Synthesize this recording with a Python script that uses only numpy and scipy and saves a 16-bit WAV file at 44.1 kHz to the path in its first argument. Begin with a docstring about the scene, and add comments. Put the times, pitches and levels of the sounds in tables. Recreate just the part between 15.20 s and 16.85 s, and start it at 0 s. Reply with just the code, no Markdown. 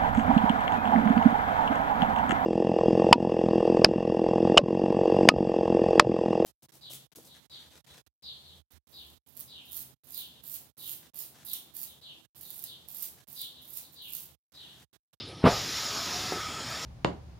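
"""Storm wind hisses through palms and leafy trees, fine rain ticking in it, heard in mono.
The hand-held microphone starts half covered; a low, bumpy scuff, probably a shifting hand,
frees it and the hiss opens up. Gusts rumble, and air round branches and wires sings faintly.
A small knock sounds among softer taps, then the wind eases."""
import sys
import numpy as np
from scipy import signal
from scipy.fft import rfft, irfft, next_fast_len
from scipy.io import wavfile
from scipy.ndimage import uniform_filter1d

SR = 44100
rng = np.random.default_rng(int(sys.argv[2]) if len(sys.argv) > 2 else 0)


def to_wav(s):
    """Save 16-bit WAV."""
    ch = np.atleast_2d(s).T  # columns
    pcm = np.round(np.clip(ch, -1, 1) * 32767)  # PCM
    wavfile.write(sys.argv[1], SR, pcm.astype(np.int16))


N = 72765

# Open wind spectra. Each row: frequency in Hz, relative density in dB.
ROAR_SPECTRUM = [(100, -11.5), (240, 2), (480, -2.5), (850, -1.5), (1700, -1.5), (2200, -1), (2850, -4.5),
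                 (3800, -3.5), (4500, -5), (5400, 0), (5850, -5), (6220, -15.5), (6650, -2.5), (7400, -6.5),
                 (8050, -17.5), (9200, -15), (12500, -23.5), (13800, -31), (14700, -19)]
LEAF_SPECTRUM = [(1500, -16), (2800, -8), (3850, -1), (4400, -2.3), (5150, 1), (5750, 0), (6250, -7),
                 (6700, -3.5), (7300, -8.5), (8050, -59), (9500, -21), (11500, -16.5), (13800, -23.5),
                 (14700, -19.5)]
RUMBLE_SPECTRUM = [(20, -24), (40, -28), (65, -3.5), (115, -2), (170, -5), (260, -20.5), (500, -37),
                   (1500, -65)]
CROWN_SPECTRUM = [(150, 6), (380, 3.5), (720, 2), (1000, 4), (2000, 1.5), (4000, -45)]
# Gust in the leaves. Each row: time in seconds, gain in dB.
GUST_GAIN_DB = [(0, 25), (.3, 2.5), (.45, -1.5), (.56, 2), (.75, .3), (1.05, 0), (1.2, -6.5), (1.38, -21.5),
                (1.52, -8.5), (1.65, -4)]
# Wind envelopes. Each row: time in seconds, level in dB.
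RUMBLE_DB = [(0, -49), (.12, -50.5), (.4, -45.5), (.62, -52.5), (.9, -52.5), (1.02, -46.5), (1.09, -44.5),
             (1.38, -53.5), (1.47, -47.5), (1.65, -52.5)]
CROWN_DB = [(0, -59), (.6, -56), (.75, -50.5), (.97, -46), (1.09, -48), (1.3, -46.5), (1.65, -60)]
WHISTLE_DB = [(.23, -59), (.265, -25), (.31, -43), (.37, -39), (.49, -63), (.57, -44), (.64, -47),
              (.73, -45.5), (.92, -46.5), (1.0, -50.5), (1.22, -40.5), (1.48, -51.5), (1.53, -43),
              (1.6, -54.5), (1.65, -42)]
# Lasting whistle. Each row: time in seconds, pitch in Hz.
WHISTLE_HZ = [(.32, 1245), (.57, 1268), (.75, 1250), (1.07, 1305), (1.22, 1262), (1.39, 1305), (1.53, 1262)]
# Moans. Each row: middle and length in seconds, pitch in Hz, glide in Hz per second, level in dB.
MOANS = [(0.733, 0.13, 415, -1.5, -43.5), (0.79, 0.18, 680, 200.5, -48.5), (1.008, 0.27, 730, 300.5, -47.5),
         (1.305, 0.4, 3310, 0, -47.5)]
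# Wind at the covered microphone. Each row: frequency in Hz, relative density in dB.
COVERED_SPECTRUM = [(150, -1), (300, 11.5), (600, 0.5), (950, -5), (1250, -13), (1900, -9), (2800, -5),
                    (3700, -0.5), (5300, -6), (6200, -13.5), (8000, -29), (14000, -38)]
DYING_GUST_SPECTRUM = [(1800, -15.5), (2700, -7), (3950, 2.5), (4450, -5), (5200, 1), (6000, -32),
                       (7500, -56)]
RUSTLE_SPECTRUM = [(7500, -15), (10000, 1.5), (12000, -20), (15000, -29)]
# Envelopes under the cover. Each row: time in seconds, level in dB.
DYING_GUST_DB = [(0, -38.5), (.04, -44), (.09, -52), (.13, -72), (.24, -78)]
RUSTLE_DB = [(.04, -75), (.09, -57), (.13, -64.5)]
# Uncovering. Each row: frequency in Hz, half-open time in seconds.
OPEN_AT_S = [(1000, 0.22), (3000, 0.247), (5000, 0.263), (7000, 0.3), (8500, 0.24), (14000, 0.31)]
# Housing bumps and knocks. Each row: centre in seconds, pulse peak in dB, width in seconds.
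BUMPS = [(0.2414, -5.5, 0.00059), (.246, -11.5, 0.00045), (0.253, -7, 0.00082), (0.258, -8.5, 0.00043),
         (.263, -8, 0.00026), (0.2691, -15, 0.0016), (0.278, -16, 0.00035), (0.2887, -13, 0.00035)]
KNOCKS = [(0.9915, -33.5, 0.00043), (1.1229, -20, 0.00036), (1.159, -29.5, 0.00065)]
# Contact noise spectra. Each row: frequency in Hz, relative density in dB.
CRACK_SPECTRUM = [(300, -26), (950, 11.5), (1600, -8), (2800, -8.5), (4000, -34), (12000, -75)]
SCUFF_SPECTRUM = [(25, -29), (45, -20), (62, -7), (145, -10), (190, -7), (260, 3.5), (330, -7), (430, 3.5),
                  (650, -2), (950, -13.5), (1350, -10.5), (1700, -20), (3000, -22), (5000, -40),
                  (10000, -54)]
SCUFF_TAIL_SPECTRUM = [(60, -4), (100, 5), (280, -7.5), (500, 0.5), (750, 2), (1400, -9.5), (2200, -12.5),
                       (8000, -41)]
RING_SPECTRUM = [(120, -30), (250, 1), (370, 8), (620, -11), (760, 2), (1000, -14), (2500, -26)]
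# Thin, very high ticks. Each row: start in seconds, pitch in Hz, envelope peak in dB.
THIN_TICKS = [(.615, 7950, -37), (1.503, 13600, -36)]


def trees(roar_db=-39, leaf_db=-36, roar_db_per_gust_db=0.013):
    """Wind in the trees: a near-steady roar, and leaves that hiss brightly with the gust."""
    gust_db = curve(GUST_GAIN_DB)
    roar = amp(roar_db + roar_db_per_gust_db * gust_db) * noise(ROAR_SPECTRUM, patchy_db=2.5, frame=1024)
    leaves = amp(leaf_db + gust_db) * noise(LEAF_SPECTRUM, patchy_db=1.53)
    return roar + leaves


def uncover(open_sound, covered_db=-47, opening_s=0.0033, twice_as_slow_hz=6000, frame=256):
    """The microphone comes free: muffled wind crossfades to the open sound, lows first."""
    muffled = amp(covered_db) * noise(COVERED_SPECTRUM, patchy_db=2.5)
    muffled += amp(curve(DYING_GUST_DB)) * noise(DYING_GUST_SPECTRUM, patchy_db=1.0)
    muffled += amp(curve(RUSTLE_DB)) * noise(RUSTLE_SPECTRUM, patchy_db=3.0)
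    hz, t, (free, covered) = signal.stft(np.array([open_sound, muffled]), SR, nperseg=frame)
    fade_s = opening_s * (1 + hz[:, None] / twice_as_slow_hz)
    openness = (1 + np.tanh((t - at_hz(OPEN_AT_S, hz)[:, None]) / fade_s / 2)) / 2
    return signal.istft(free * openness + covered * (1 - openness), nperseg=frame)[1][:N]


def low_wind():
    """Buffeting air rumbles; swaying crowns rush in the low mids."""
    rumble = amp(curve(RUMBLE_DB)) * noise(RUMBLE_SPECTRUM, patchy_db=0.5)
    crowns = amp(curve(CROWN_DB)) * noise(CROWN_SPECTRUM, patchy_db=5.5)
    return rumble + crowns


def singing(whistle_width_hz=136, moan_width_ratio=0.07):
    """Air round branches and wires: one lasting fuzzy whistle and brief moans."""
    out = amp(curve(WHISTLE_DB)) * whistle(curve(WHISTLE_HZ), whistle_width_hz)
    for middle_s, length_s, hz, glide_hz_per_s, db in MOANS:
        age_s = np.arange(N) / SR - middle_s
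        swell = np.cos(np.pi * np.clip(age_s / length_s, -.5, .5))
        out += amp(db) * swell * whistle(hz + glide_hz_per_s * age_s, moan_width_ratio * hz)
    return out


def whistle(hz, width_hz):
    """Turbulence in a narrow, steep-sided band around hz; rms 1."""
    band = 1 / (1 + (2 * np.fft.fftfreq(N, 1 / SR) / width_hz) ** 4)
    flutter = np.fft.ifft(band * (rng.standard_normal(N) + 1j * rng.standard_normal(N)))
    phase = 2 * np.pi * np.cumsum(hz * np.ones(N)) / SR
    return unit_rms((flutter * np.exp(1j * phase)).real)


def bumps(body_gain=0.52, body_s=0.0018, crack_gain_db=-14, rise_s=0.00077, decay_s=0.0047):
    """Bumps on the housing: each a pressure swing, a dull body pulse and a short crack."""
    out = np.zeros(N)
    crack = amp(crack_gain_db) * noise(CRACK_SPECTRUM, patchy_db=1.5)
    for centre_s, db, width_s in BUMPS:
        age_s = np.arange(N) / SR - centre_s
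        u = (age_s - width_s) / body_s
        thud = pressure_swing(age_s, width_s) + body_gain * (1 - u ** 2) * np.exp(-u ** 2 / 2)
        crack_envelope = np.clip(age_s / rise_s, 0, 1) * np.exp(-abs(age_s) / decay_s)
        out += amp(db) * (thud / abs(thud).max() + crack_envelope * crack)
    return out


def scuff(start_s=0.2475, attack_s=0.01, hold_s=0.022,
          rub_db=-18.5, rub_t60_s=0.061, tail_db=-23.5, tail_t60_s=0.31):
    """Friction on the housing: a short low rub with a longer tail."""
    t = np.arange(N) / SR
    attack = np.clip((t - start_s) / attack_s, 0, 1)
    falling_s = np.maximum(t - start_s - attack_s - hold_s, 0)
    rub = amp(rub_db - 60 * falling_s / rub_t60_s) * noise(SCUFF_SPECTRUM, patchy_db=0)
    tail = amp(tail_db - 60 * falling_s / tail_t60_s) * noise(SCUFF_TAIL_SPECTRUM, patchy_db=0.5)
    return attack * (rub + tail)


def knocks(ring_gain_db=-14.5, ring_t60_s=0.21):
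    """Each tap is one pressure swing and a short woody ring."""
    out = np.zeros(N)
    for centre_s, db, width_s in KNOCKS:
        age_s = np.arange(N) / SR - centre_s
        ring_envelope = (age_s > 0) * amp(ring_gain_db - 60 * abs(age_s) / ring_t60_s)
        ring = ring_envelope * noise(RING_SPECTRUM, patchy_db=3)
        out += amp(db) * (pressure_swing(age_s, width_s) + ring)
    return out


def fine_rain(drops_per_s=650, level_db=-52.5, spread_db=4.5, pitches=24, decay_cycles=0.54):
    """Raindrops and leaf tips tick at random in short grains of many pitches."""
    out, t = np.zeros(N), np.arange(0, .004, 1 / SR)
    for hz in np.geomspace(1500, 6500, pitches):
        hits = rng.random(N) < drops_per_s / pitches / SR
        strength = amp(spread_db * np.minimum(rng.exponential(1, N), 4))
        grain = np.sin(2 * np.pi * hz * t) * np.exp(-hz * t / decay_cycles)
        out += signal.oaconvolve(hits * strength, unit_rms(grain))[:N]
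    return amp(level_db) * unit_rms(out)


def thin_ticks(decay_s=0.00022):
    """Single thin, very high ticks above the hiss."""
    out, t = np.zeros(N), np.arange(0, .004, 1 / SR)
    envelope = t / decay_s * np.exp(1 - t / decay_s)
    for start_s, hz, db in THIN_TICKS:
        first = round(start_s * SR)
        out[first:first + len(t)] += amp(db) * envelope * np.sin(2 * np.pi * hz * t)
    return out


def pressure_swing(age_s, width_s):
    """One swing, down then up; peak 1."""
    return age_s / width_s * np.exp((1 - (age_s / width_s) ** 2) / 2)


def noise(spectrum, patchy_db, frame=512):
    """Coloured noise whose level drifts in patches of time and frequency; rms 1."""
    bins = signal.stft(rng.standard_normal(N), nperseg=frame)[2]
    patches = uniform_filter1d(rng.standard_normal(bins.shape), size=6, axis=0)
    patches = uniform_filter1d(patches, size=9, axis=1)
    uneven = signal.istft(bins * amp(patchy_db * unit_rms(patches)), nperseg=frame)[1]
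    size = next_fast_len(len(uneven))
    colour = amp(at_hz(spectrum, np.fft.rfftfreq(size, 1 / SR)))
    return unit_rms(irfft(rfft(uneven, size) * colour, size)[:N])


def amp(db):
    """dB to amplitude."""
    return 10 ** (np.asarray(db) / 20)


def unit_rms(x):
    """Scales to rms 1."""
    return x / np.sqrt(np.mean(x ** 2) + 1e-20)


def at_hz(table, hz):
    """Interpolates a table over log frequency."""
    row_hz, values = np.transpose(table)
    return np.interp(np.log(hz + 1), np.log(row_hz + 1), values)


def curve(table):
    """Interpolates a time table at every sample."""
    return np.interp(np.arange(N) / SR, *np.transpose(table))


def scene():
    """All sources, the same in both channels."""
    storm = uncover(trees() + fine_rain()) + low_wind() + singing()
    mono = storm + bumps() + scuff() + knocks() + thin_ticks()
    return np.array([mono, mono])


def record(dry, low_cut_hz=48, high_cut_hz=15520):
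    """Microphone low cut, then a steep treble limit."""
    low_cut = signal.butter(2, low_cut_hz, "highpass", fs=SR, output="sos")
    high_cut = signal.firwin(1023, high_cut_hz, window=("kaiser", 9), fs=SR)
    return signal.oaconvolve(signal.sosfilt(low_cut, dry), high_cut[None], "same")


dry = scene()
out = record(dry)
to_wav(out)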